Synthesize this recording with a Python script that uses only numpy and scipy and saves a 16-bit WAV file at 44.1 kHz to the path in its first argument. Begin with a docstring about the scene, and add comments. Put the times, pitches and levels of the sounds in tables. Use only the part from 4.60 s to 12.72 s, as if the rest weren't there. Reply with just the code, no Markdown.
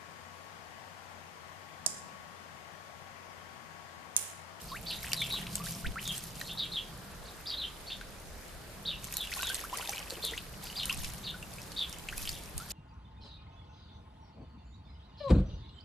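"""Ducks bathing in a shallow garden trough: spray and slosh are clumps of ringing droplet clicks that swell
with each shake, drops snap and ring, and trapped bubbles are sines that climb in pitch after a wet slap.
Dull knocks on the trough are noise bursts in two broad resonances. Sparrows chirp as rough, gliding sines
that echo off walls and hedges. Behind lie resonant traffic drone, a thin far tone, garden air in noise bands
and low puffs of breeze on the microphone."""
import sys
import numpy as np
from scipy import signal
from scipy.io import wavfile

SR = 44100
rng = np.random.default_rng(int(sys.argv[2]) if len(sys.argv) > 2 else 0)


def dump_mix(stems):
    """Bounce the given channels to the path in sys.argv[1] as a 16-bit WAV at rate SR."""
    frames = np.atleast_2d(stems).T  # one column per channel
    limited = np.clip(frames, -1, 1)  # hard clip at full scale
    pcm = np.round(limited * 32767).astype(np.int16)
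    wavfile.write(sys.argv[1], SR, pcm)


N = 358091   # length in samples

# Garden air: spectrum before overall scaling (f/Hz, relative level/dB per Hz)
AIR_SPECTRUM = [(15, -23), (25, 3), (74, 0.5), (102, -9.5), (173, -8.5), (309, -11), (511, -10.5),
                (1600, -15.5), (2860, -22.5), (4370, -20), (4850, -24.5), (14000, -25.5)]
# How alike left and right are in the garden air (f/Hz, likeness 0 to 1)
AIR_LIKENESS = [(30, 0.49), (60, 0.99), (130, 0.53), (400, 0.56), (1400, 0.47), (4000, 0.14), (9000, 0.016)]
AIR_LEVEL_DB = -48

# Far traffic: swell of the drone (t/s, level/dB)
DRONE_LEVEL = [(0, -55), (1.0, -43.5), (1.9, -53), (2.4, -53.5), (3.0, -64), (3.9, -62), (4.3, -51.5),
               (5.2, -65.5), (6.2, -49.5), (6.95, -51), (7.25, -57), (8.12, -54.5)]
# Resonances of the drone (f/Hz, width of each of two passes/Hz, relative level/dB)
DRONE_RESONANCES = [(128.2, 26, -1.5), (163.2, 29, 0), (195.3, 15, -2.5)]
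# Faint tone far off (start t/s, end t/s, f/Hz, level/dB)
FAR_TONES = [(0.104, 1.404, 676.5, -60)]
# Breeze puffs on the microphone (centre t/s, level/dB, Gaussian length/s)
BREEZE_PUFFS = [(1.277, -30.5, 0.033), (6.41, -41, 0.1), (7.65, -42, 0.11), (7.974, -36.5, 0.02)]

# Four sparrow syllables as shapes (t/s, f before the pitch factor/Hz, relative level/dB)
HELD_SHAPE = [(0, 3392, -7.5), (.009, 4015, -2.5), (.017, 4595, -5), (.022, 3802, 2), (.034, 3720, 0.5),
              (.05, 3650, -1.5), (.088, 2664, -18)]
ARCH_SHAPE = [(0, 3270, -9.5), (.014, 4600, -0.5), (.026, 4600, -4.5), (.036, 4200, -1), (.046, 3960, 2),
              (.052, 3000, -13)]
FLICK_SHAPE = [(0, 2880, 0), (.01, 3800, 0.5), (.028, 3750, -1), (.036, 3300, -14)]
STEPS_SHAPE = [(0, 3714, -12), (.008, 4200, -0.5), (.024, 3850, 0.5), (.04, 3890, -5), (.046, 3550, 4),
               (.062, 3465, 2), (.105, 2607, -20.5)]
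# When each syllable is sung (t/s, pitch factor, level added to the shape/dB)
HELD_CALLS = [(.702, 1.013, -33.5), (1.974, 1.023, -32), (4.252, 1, -34), (5.622, 1.01, -34.5),
              (7.163, 1.01, -32.5)]
ARCH_CALLS = [(.075, 1.06, -49.5), (.26, 0.98, -35.5), (1.84, 0.92, -47), (2.645, .96, -53.5),
              (2.859, 1.014, -35), (3.262, .98, -42), (6.043, 1.04, -49), (6.154, 1, -35.5),
              (6.631, 0.95, -42), (7.724, 0.8, -48.5)]
FLICK_CALLS = [(.314, 1.01, -37.5), (1.893, 0.96, -43), (2.912, 1.01, -37), (3.302, 0.93, -39),
               (6.208, 1.03, -39.5), (6.675, 0.94, -42)]
STEPS_CALLS = [(.562, 1, -37), (1.447, 0.93, -39.5), (2.117, 0.99, -36), (2.972, 1, -37),
               (4.558, 1.01, -40), (4.825, 0.96, -38)]

# Dull hollow knocks, perhaps a beak or foot on the trough wall (t/s, peak level/dB)
TROUGH_KNOCKS = [(5.521, -33.5), (5.572, -36.5), (5.638, -35.5), (5.718, -37)]
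# Resonances of the trough (f/Hz, width/Hz, relative level/dB)
TROUGH_RESONANCES = [(457, 90, 6), (870, 350, -12)]
KNOCK_T60_S = 0.065

# The ducks shake and dunk (full from t/s, hold/s, fine spray level/dB, heavy slosh level/dB)
DUCK_SHAKES = [(0.014, 0.15, -56.5, -69), (0.253, 0.18, -52, -54.5), (0.43, 0.24, -48.5, -52.5),
               (0.705, 0.047, -50.5, -48.5), (0.915, 0.057, -47.5, -56.5), (1.05, 0.06, -45.5, -58),
               (1.425, 0.14, -46.5, -57), (1.77, 0.057, -50.5, -61), (4.434, 0.21, -51, -53),
               (4.726, 0.23, -44.5, -46.5), (5.149, 0.19, -47.5, -46.5), (5.504, 0.021, -54.5, -69),
               (5.63, 0.06, -50, -63), (6.034, 0.044, -50, -57.5), (6.17, 0.096, -52, -52),
               (6.298, 0.14, -47, -53), (6.923, 0.3, -58, -75), (7.293, 0.27, -59, -60.5),
               (7.58, 0.11, -46.5, -57.5), (7.984, .03, -53.5, -67), (8.117, .03, -41, -66)]
SHAKE_ATTACK_S = 0.034
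SPRAY_FADE_DB_PER_S, SLOSH_FADE_DB_PER_S = 66, 51
SPRAY_REST_DB, SLOSH_REST_DB = -62.5, -66   # dripping between shakes
CRACKLE_DB = -1   # coarse spray against fine spray
# Colour of the spray droplets (f/Hz, relative level/dB)
SPRAY_TONE = [(2000, -10), (4000, -2), (8000, -3.5), (13000, -2)]
# Colour of the slosh droplets (f/Hz, relative level/dB)
SLOSH_TONE = [(400, 0.5), (1200, -6.5), (3000, 8)]

# Single drops slapping down (t/s, level before the stereo lean/dB, f/Hz)
DROP_TICKS = [(0.431, -29, 12600), (.5172, -29, 7600), (0.5324, -14.5, 4780), (0.617, -45, 9590),
              (0.9548, -16.5, 8000), (1.039, -31, 8650), (1.056, -34.5, 5910), (1.0869, -29, 4780),
              (1.477, -22, 6600), (1.5798, -27, 8370), (1.638, -26, 9500), (1.813, -26.5, 4030),
              (4.4426, -25, 12000), (4.525, -26, 11700), (4.54, -24.5, 6800), (4.5688, -16, 12600),
              (4.738, -23, 4300), (4.778, -30, 6590), (4.8222, -21, 12400), (4.831, -24, 2770),
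              (4.8705, -24.5, 6910), (4.953, -25.5, 4200), (5.14, -34, 2880), (5.186, -30, 4600),
              (5.2745, -26.5, 3600), (5.36, -30, 4100), (5.392, -31, 5540), (4.8927, -24.5, 4300),
              (4.945, -19.5, 8200), (5.173, -23.5, 10200), (5.2937, -20, 5900), (5.5002, -30.5, 4550),
              (5.506, -25.5, 4230), (5.6503, -20.5, 9600), (6.256, -21.5, 9600), (6.3268, -23.5, 5270),
              (6.446, -27, 5070), (6.536, -30, 10700), (6.937, -34, 8900), (7.0175, -35, 5270),
              (7.119, -33.5, 4370), (7.2952, -32, 9750), (7.3275, -30, 5500), (7.3855, -34.5, 7500),
              (7.5793, -22, 10400), (7.6919, -21.5, 4830), (7.979, -21.5, 8900)]
# Clear bubbles (t/s, starting level/dB, starting f/Hz, rise/octaves, life/s)
CLEAR_BUBBLES = [ (.117, -39, 1030, 1.55, .057), (1.245, -35, 1420, 1.55, .026),
                 (1.358, -35, 1250, 1.42, .04), (0.443, -35, 1580, 1.2, 0.0078),
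                 (0.519, -26, 2670, 0.088, 0.0053), (0.618, -25.5, 2210, 0.12, 0.011),
                 (0.867, -32.5, 2330, 1.07, 0.0049), (1, -41, 1124, 0.25, 0.055),
                 (1.066, -37, 1480, 0.66, 0.014), (1.814, -27.5, 1680, 0.22, 0.0051),
                 (3.412, -33, 1470, .1, 0.0061), (4.672, -32.5, 2740, .1, 0.007),
                 (4.718, -33, 1870, 0.66, 0.015), (4.796, -35.5, 1410, 0.21, 0.039),
                 (4.83, -25, 1030, 0.14, 0.0036), (4.899, -32, 1495, 0.14, 0.031),
                 (5.039, -34.5, 1170, 0.59, 0.021), (5.128, -31, 908, 0.6, 0.024),
                 (5.197, -37.5, 913, 0.78, 0.015), (5.291, -29.5, 726, 0.27, 0.012),
                 (5.332, -32, 2310, .05, 0.011), (5.183, -39, 1910, .1, 0.013),
                 (5.209, -44, 2400, 0.32, .025), (4.77, -37.5, 1060, .1, 0.014),
                 (5.225, -37, 1400, .15, .012), (4.852, -40, 1460, .05, .025),
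                 (5.735, -32.5, 1840, 0.34, 0.014), (5.777, -27, 2560, 0.72, 0.0067),
                 (6.233, -27.5, 2850, 0.201, 0.013), (6.1, -37.5, 2750, .2, 0.009),
                 (6.296, -22, 2550, 0.44, 0.015), (6.309, -42, 990, 0.41, 0.037),
                 (6.742, -38.5, 1450, .05, 0.023), (6.827, -34, 2660, 0.078, 0.0081),
                 (6.984, -37, 2270, 0.35, 0.0055), (7.487, -26, 2350, 0.53, 0.0052),
                 (7.526, -34.5, 1450, 0.69, 0.013), (7.58, -35.5, 2430, 0.11, 0.011),
                 (7.654, -29, 2820, 0.28, 0.0025), (7.674, -27.5, 2730, 0.81, 0.0058),
                 (8, -42.5, 1280, 0.31, 0.046)]

CUTOFF_HZ = 15500   # top edge of the recorded band


def from_db(db):
    """Gain of a level in dB."""
    return 10 ** (np.asarray(db) / 20)


def rms_one(x):
    """Scale to unit rms."""
    return x / np.sqrt(np.mean(x ** 2) + 1e-20)


def in_time(rows):
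    """Columns of a time curve, read at every sample."""
    s, *columns = np.transpose(rows)
    return [np.interp(np.arange(N) / SR, s, c) for c in columns]


def at_hz(points, hz):
    """Read a spectrum on a log-frequency axis."""
    point_hz, values = np.array(points).T
    return np.interp(np.log(hz), np.log(point_hz), values)


def drift(rate):
    """Slow random motion of spread 1, wandering about rate times a second."""
    r = np.exp(-16 * np.pi * rate / SR)   # computed at one eighth of the sample rate
    slow = signal.lfilter([1], [1, -2 * r, r * r], rng.standard_normal(N // 8 + 8002))[8000:]
    return np.interp(np.arange(N) / 8, np.arange(len(slow)), rms_one(slow - slow.mean()))


def resonance(x, hz, width_hz):
    """Two-pole band-pass with a gain of 1 at its peak."""
    r = np.exp(-np.pi * width_hz / SR)
    feedback = [1, -2 * r * np.cos(2 * np.pi * hz / SR), r * r]
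    return signal.lfilter(np.array([1, 0, -1]) * (1 - r * r) / 2, feedback, x)


def add(out, s, sound):
    """Mix a short sound in at time s."""
    i = round(s * SR)
    out[..., i:i + sound.shape[-1]] += sound[..., :N - i]


def echoes(x, t60, per_s, first_s, apart):
    """Scattered reflections, dying away; a share of them is own to each ear."""
    t = np.arange(round(t60 * SR)) / SR
    strikes = rng.random((3, len(t))) < per_s / SR
    taps = rng.standard_normal((3, len(t))) * strikes * (t > first_s)
    taps = (taps[0] + apart * taps[1:]) * from_db(-60 * t / t60)
    taps = taps / np.sqrt(np.sum(taps ** 2, axis=1, keepdims=True))
    return signal.fftconvolve(x[None], taps, axes=1)[:, :N]


def air():
    """Leaves, distant town and microphone hiss: half-octave bands of stereo noise, faintly patchy."""
    out, edges = 0, 20 * 2 ** np.arange(0, 9.6, .5)
    white = rng.standard_normal((2, 2, N))
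    for k, (low, high) in enumerate(zip(edges, edges[1:])):
        band = signal.butter(2, [low, high], "band", fs=SR, output="sos")
        mid, side = signal.sosfilt(band, white[k % 2])   # neighbouring bands use separate noise
        hz = np.sqrt(low * high)
        alike = np.clip(at_hz(AIR_LIKENESS, hz), 0, 1)
        gain = from_db(at_hz(AIR_SPECTRUM, hz) + 1.3 * drift(3.85))
        out = out + gain * (np.sqrt(1 + alike) * mid + np.sqrt(1 - alike) * side * [[1], [-1]])
    return from_db(AIR_LEVEL_DB) * rms_one(out)


def traffic():
    """Engine noise from afar, through three low resonances, and a thin tone of wavering level."""
    t, white = np.arange(N) / SR, rng.standard_normal((3, N))
    engines = white[0] + 0.11 * white[1:]   # mostly common to both ears
    drone = sum(from_db(db) * resonance(resonance(engines, hz, width), hz, width)
                for hz, width, db in DRONE_RESONANCES)
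    tone = 0
    for start, end, hz, db in FAR_TONES:
        fade = np.clip(np.minimum(t - start, end - t) / 0.072, 0, 1)
        tone = tone + from_db(db) * fade * np.sin(2 * np.pi * hz * t)
    return from_db(in_time(DRONE_LEVEL)[0]) * rms_one(drone) + tone * from_db(1.2 * drift(23))


def breeze():
    """Short puffs of low turbulence, partly own in each microphone port."""
    t, white = np.arange(N) / SR, rng.standard_normal((3, N))
    low_pass = signal.butter(2, 70, fs=SR, output="sos")
    rumble = signal.sosfilt(low_pass, white[0] + 2.5 * white[1:])
    puffs = sum(from_db(db) * np.exp(-((t - s) / length) ** 2) for s, db, length in BREEZE_PUFFS)
    return rms_one(rumble) * puffs


def sparrows(rasp_hz):
    """Sines glide along each shape; a fast flutter of level and pitch roughens them towards the end."""
    out, flutter, waver = np.zeros(N), drift(rasp_hz), drift(rasp_hz)
    for shape, calls in [(HELD_SHAPE, HELD_CALLS), (ARCH_SHAPE, ARCH_CALLS),
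                         (FLICK_SHAPE, FLICK_CALLS), (STEPS_SHAPE, STEPS_CALLS)]:
        at, *columns = np.transpose(shape)
        t = np.arange(0, at[-1], 1 / SR)
        hz, shape_db = (np.interp(t, at, column) for column in columns)
        rasp = .4 + .9 * (t / at[-1]) ** 2
        for s, factor, db in calls:
            span = slice(round(s * SR), round(s * SR) + len(t))
            pitch = factor * hz * (1 + 0.0743 * rasp * waver[span])
            level = from_db(db + shape_db) * (1 + rasp * flutter[span])
            add(out, s, level * np.sin(2 * np.pi * np.cumsum(pitch) / SR))
    return out


def knocks():
    """Each knock is a short burst of noise in the broad resonances of the trough."""
    out, t = np.zeros(N), np.arange(3000) / SR
    for (s, db), noise in zip(TROUGH_KNOCKS, rng.standard_normal((len(TROUGH_KNOCKS), 3000))):
        burst = noise * from_db(-60 * t / KNOCK_T60_S)
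        body = sum(from_db(mode_db) * rms_one(resonance(burst, hz, width))
                   for hz, width, mode_db in TROUGH_RESONANCES)
        add(out, s, from_db(db) * body / np.abs(body).max())
    return out


def shaking(column, fade_db_per_s, rest_db):
    """Level in dB of one water layer: each shake swells, holds and fades; their powers add."""
    t, power = np.arange(N) / SR, from_db(2 * rest_db)
    for row in DUCK_SHAKES:
        since = t - row[0]
        swell = np.clip(since / SHAKE_ATTACK_S + 1, 0, 1) ** 2   # full at the listed time
        fade_db = fade_db_per_s * np.maximum(since - row[1], 0)
        power = power + swell * from_db(2 * (row[column] - fade_db))
    return 10 * np.log10(power)


def droplets(level_db, colour, per_s, spread_db, cycles, clump_db):
    """Clumps of droplets, each a click that rings a few cycles; high and low ones clump partly apart."""
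    pitches = np.geomspace(colour[0][0], colour[-1][0], 14)
    dealt = rng.integers(0, 14, N)   # which pitch a droplet gets
    height = dealt / 13              # 0 lowest pitch, 1 highest
    clumps = from_db(clump_db * (np.sqrt(1 - height) * drift(25) + np.sqrt(height) * drift(25)))
    sizes = from_db(spread_db * np.minimum(rng.exponential(1, N), 4)) * rng.choice([-1, 1], N)
    clicks = sizes * (rng.random(N) < per_s * clumps / SR)
    lean = from_db(rng.normal(0, 0.44, N) * [[1], [-1]])
    flips = np.where(rng.random((2, N)) < .22 * height, -1, 1)   # high droplets sound wider
    sides = clicks * lean * flips
    rings = sum(from_db(at_hz(colour, hz)) * resonance(sides * (dealt == k) + 1e-18, hz, 1.04 * hz / cycles)
                for k, hz in enumerate(pitches))
    return from_db(level_db) * rms_one(rings)


def ticks():
    """A drop gives a small snap, a ring of a few cycles and a short fizz of droplets."""
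    out, t = np.zeros((2, N)), np.arange(600) / SR
    fizzes = rng.standard_normal((len(DROP_TICKS), 2, 600))
    leans_db = rng.normal(0, 1.0, len(DROP_TICKS))
    snap = .35 * np.diff(np.exp(-(t * SR / 1.5 - 2) ** 2), prepend=0)
    for (s, db, hz), fizz, lean_db in zip(DROP_TICKS, fizzes, leans_db):
        decay = from_db(-60 * t * hz / 28.4)   # 60 dB down after 28.4 cycles
        ring = np.sin(2 * np.pi * hz * t) * decay * np.minimum(t / 0.000046, 1)
        tail = resonance(fizz, hz, 2.1 * hz) * from_db(-2.5 - 60 * t / 0.014)
        add(out, s, from_db(db + lean_db * np.array([[1], [-1]])) * (ring + snap + tail))
    return out


def bubble(db, hz, octaves, life):
    """A wet slap traps a bubble, which rings and climbs in pitch as it nears the surface and bursts."""
    u = np.arange(round(life * SR)) / (life * SR)   # 0 to 1 over its life
    fade_db = 19 - 11 * octaves   # a rising bubble radiates better as it climbs, so it fades less
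    attack, burst = np.minimum(u * life / 0.00056, 1), np.minimum((1 - u) / 0.017, 1)
    shape = attack * from_db(-fade_db * u) * burst
    climb = np.minimum(hz * 2 ** (octaves * u ** (.6 + .8 * octaves)), SR / 3)
    ring = shape * np.sin(2 * np.pi * np.cumsum(climb) / SR)
    splash = resonance(rng.standard_normal(len(u)), min(2 * hz, SR / 3), 2 * hz)
    slap = splash * from_db(-2.5 - 60 * u * life / 0.0095)
    return from_db(db) * (ring + slap)


def bubbles(slosh_db):
    """The clear bubbles, and faint chance ones that swell with the slosh."""
    out = np.zeros(N)
    for s, db, hz, octaves, life in CLEAR_BUBBLES:
        add(out, s, bubble(db, hz, octaves, life))
    for when, size, rise, loss in rng.random((1600, 4)):
        s, hz = when * N / SR, 700 * 2 ** (2.2 * size)
        db = slosh_db[int(when * N)] + 6.0 - 14 * loss
        add(out, s, bubble(db, hz, 0.93 * rise, 13 / hz))   # each lives 13 cycles of its starting pitch
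    return out


def scene():
    """Birds far and wet, water near and almost dry, background all round."""
    background = air() + traffic() + breeze()

    chirps = sparrows(rasp_hz=260)
    near = from_db(-1.0) * echoes(chirps, t60=.18, per_s=700, first_s=.005, apart=.25)
    far = from_db(-10.5) * echoes(chirps, t60=.45, per_s=2000, first_s=0.013, apart=1.0)
    birds = chirps + near + far

    spray_db = shaking(2, SPRAY_FADE_DB_PER_S, SPRAY_REST_DB)
    slosh_db = shaking(3, SLOSH_FADE_DB_PER_S, SLOSH_REST_DB)
    mist = droplets(spray_db, SPRAY_TONE, per_s=8000, spread_db=0.0, cycles=10.6, clump_db=4.0)
    crackle = droplets(spray_db + CRACKLE_DB, SPRAY_TONE, per_s=500, spread_db=4, cycles=11, clump_db=4)
    slosh = droplets(slosh_db, SLOSH_TONE, per_s=700, spread_db=4.5, cycles=16.4, clump_db=7.5)

    plops, drops = bubbles(slosh_db) + knocks(), ticks()
    close = plops + drops.mean(axis=0)
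    splash_echo = from_db(-7) * echoes(close, t60=0.083, per_s=2300, first_s=.002, apart=0.075)
    water = plops + drops + splash_echo + mist + crackle + slosh
    return background + birds + water


def record(dry):
    """The top falls away sharply, then the band is cut."""
    dull = signal.sosfilt(signal.cheby2(12, 30, 14500, fs=SR, output="sos"), dry)
    return signal.sosfilt(signal.cheby2(12, 70, CUTOFF_HZ, fs=SR, output="sos"), dull)


dry = scene()
out = record(dry)
dump_mix(out)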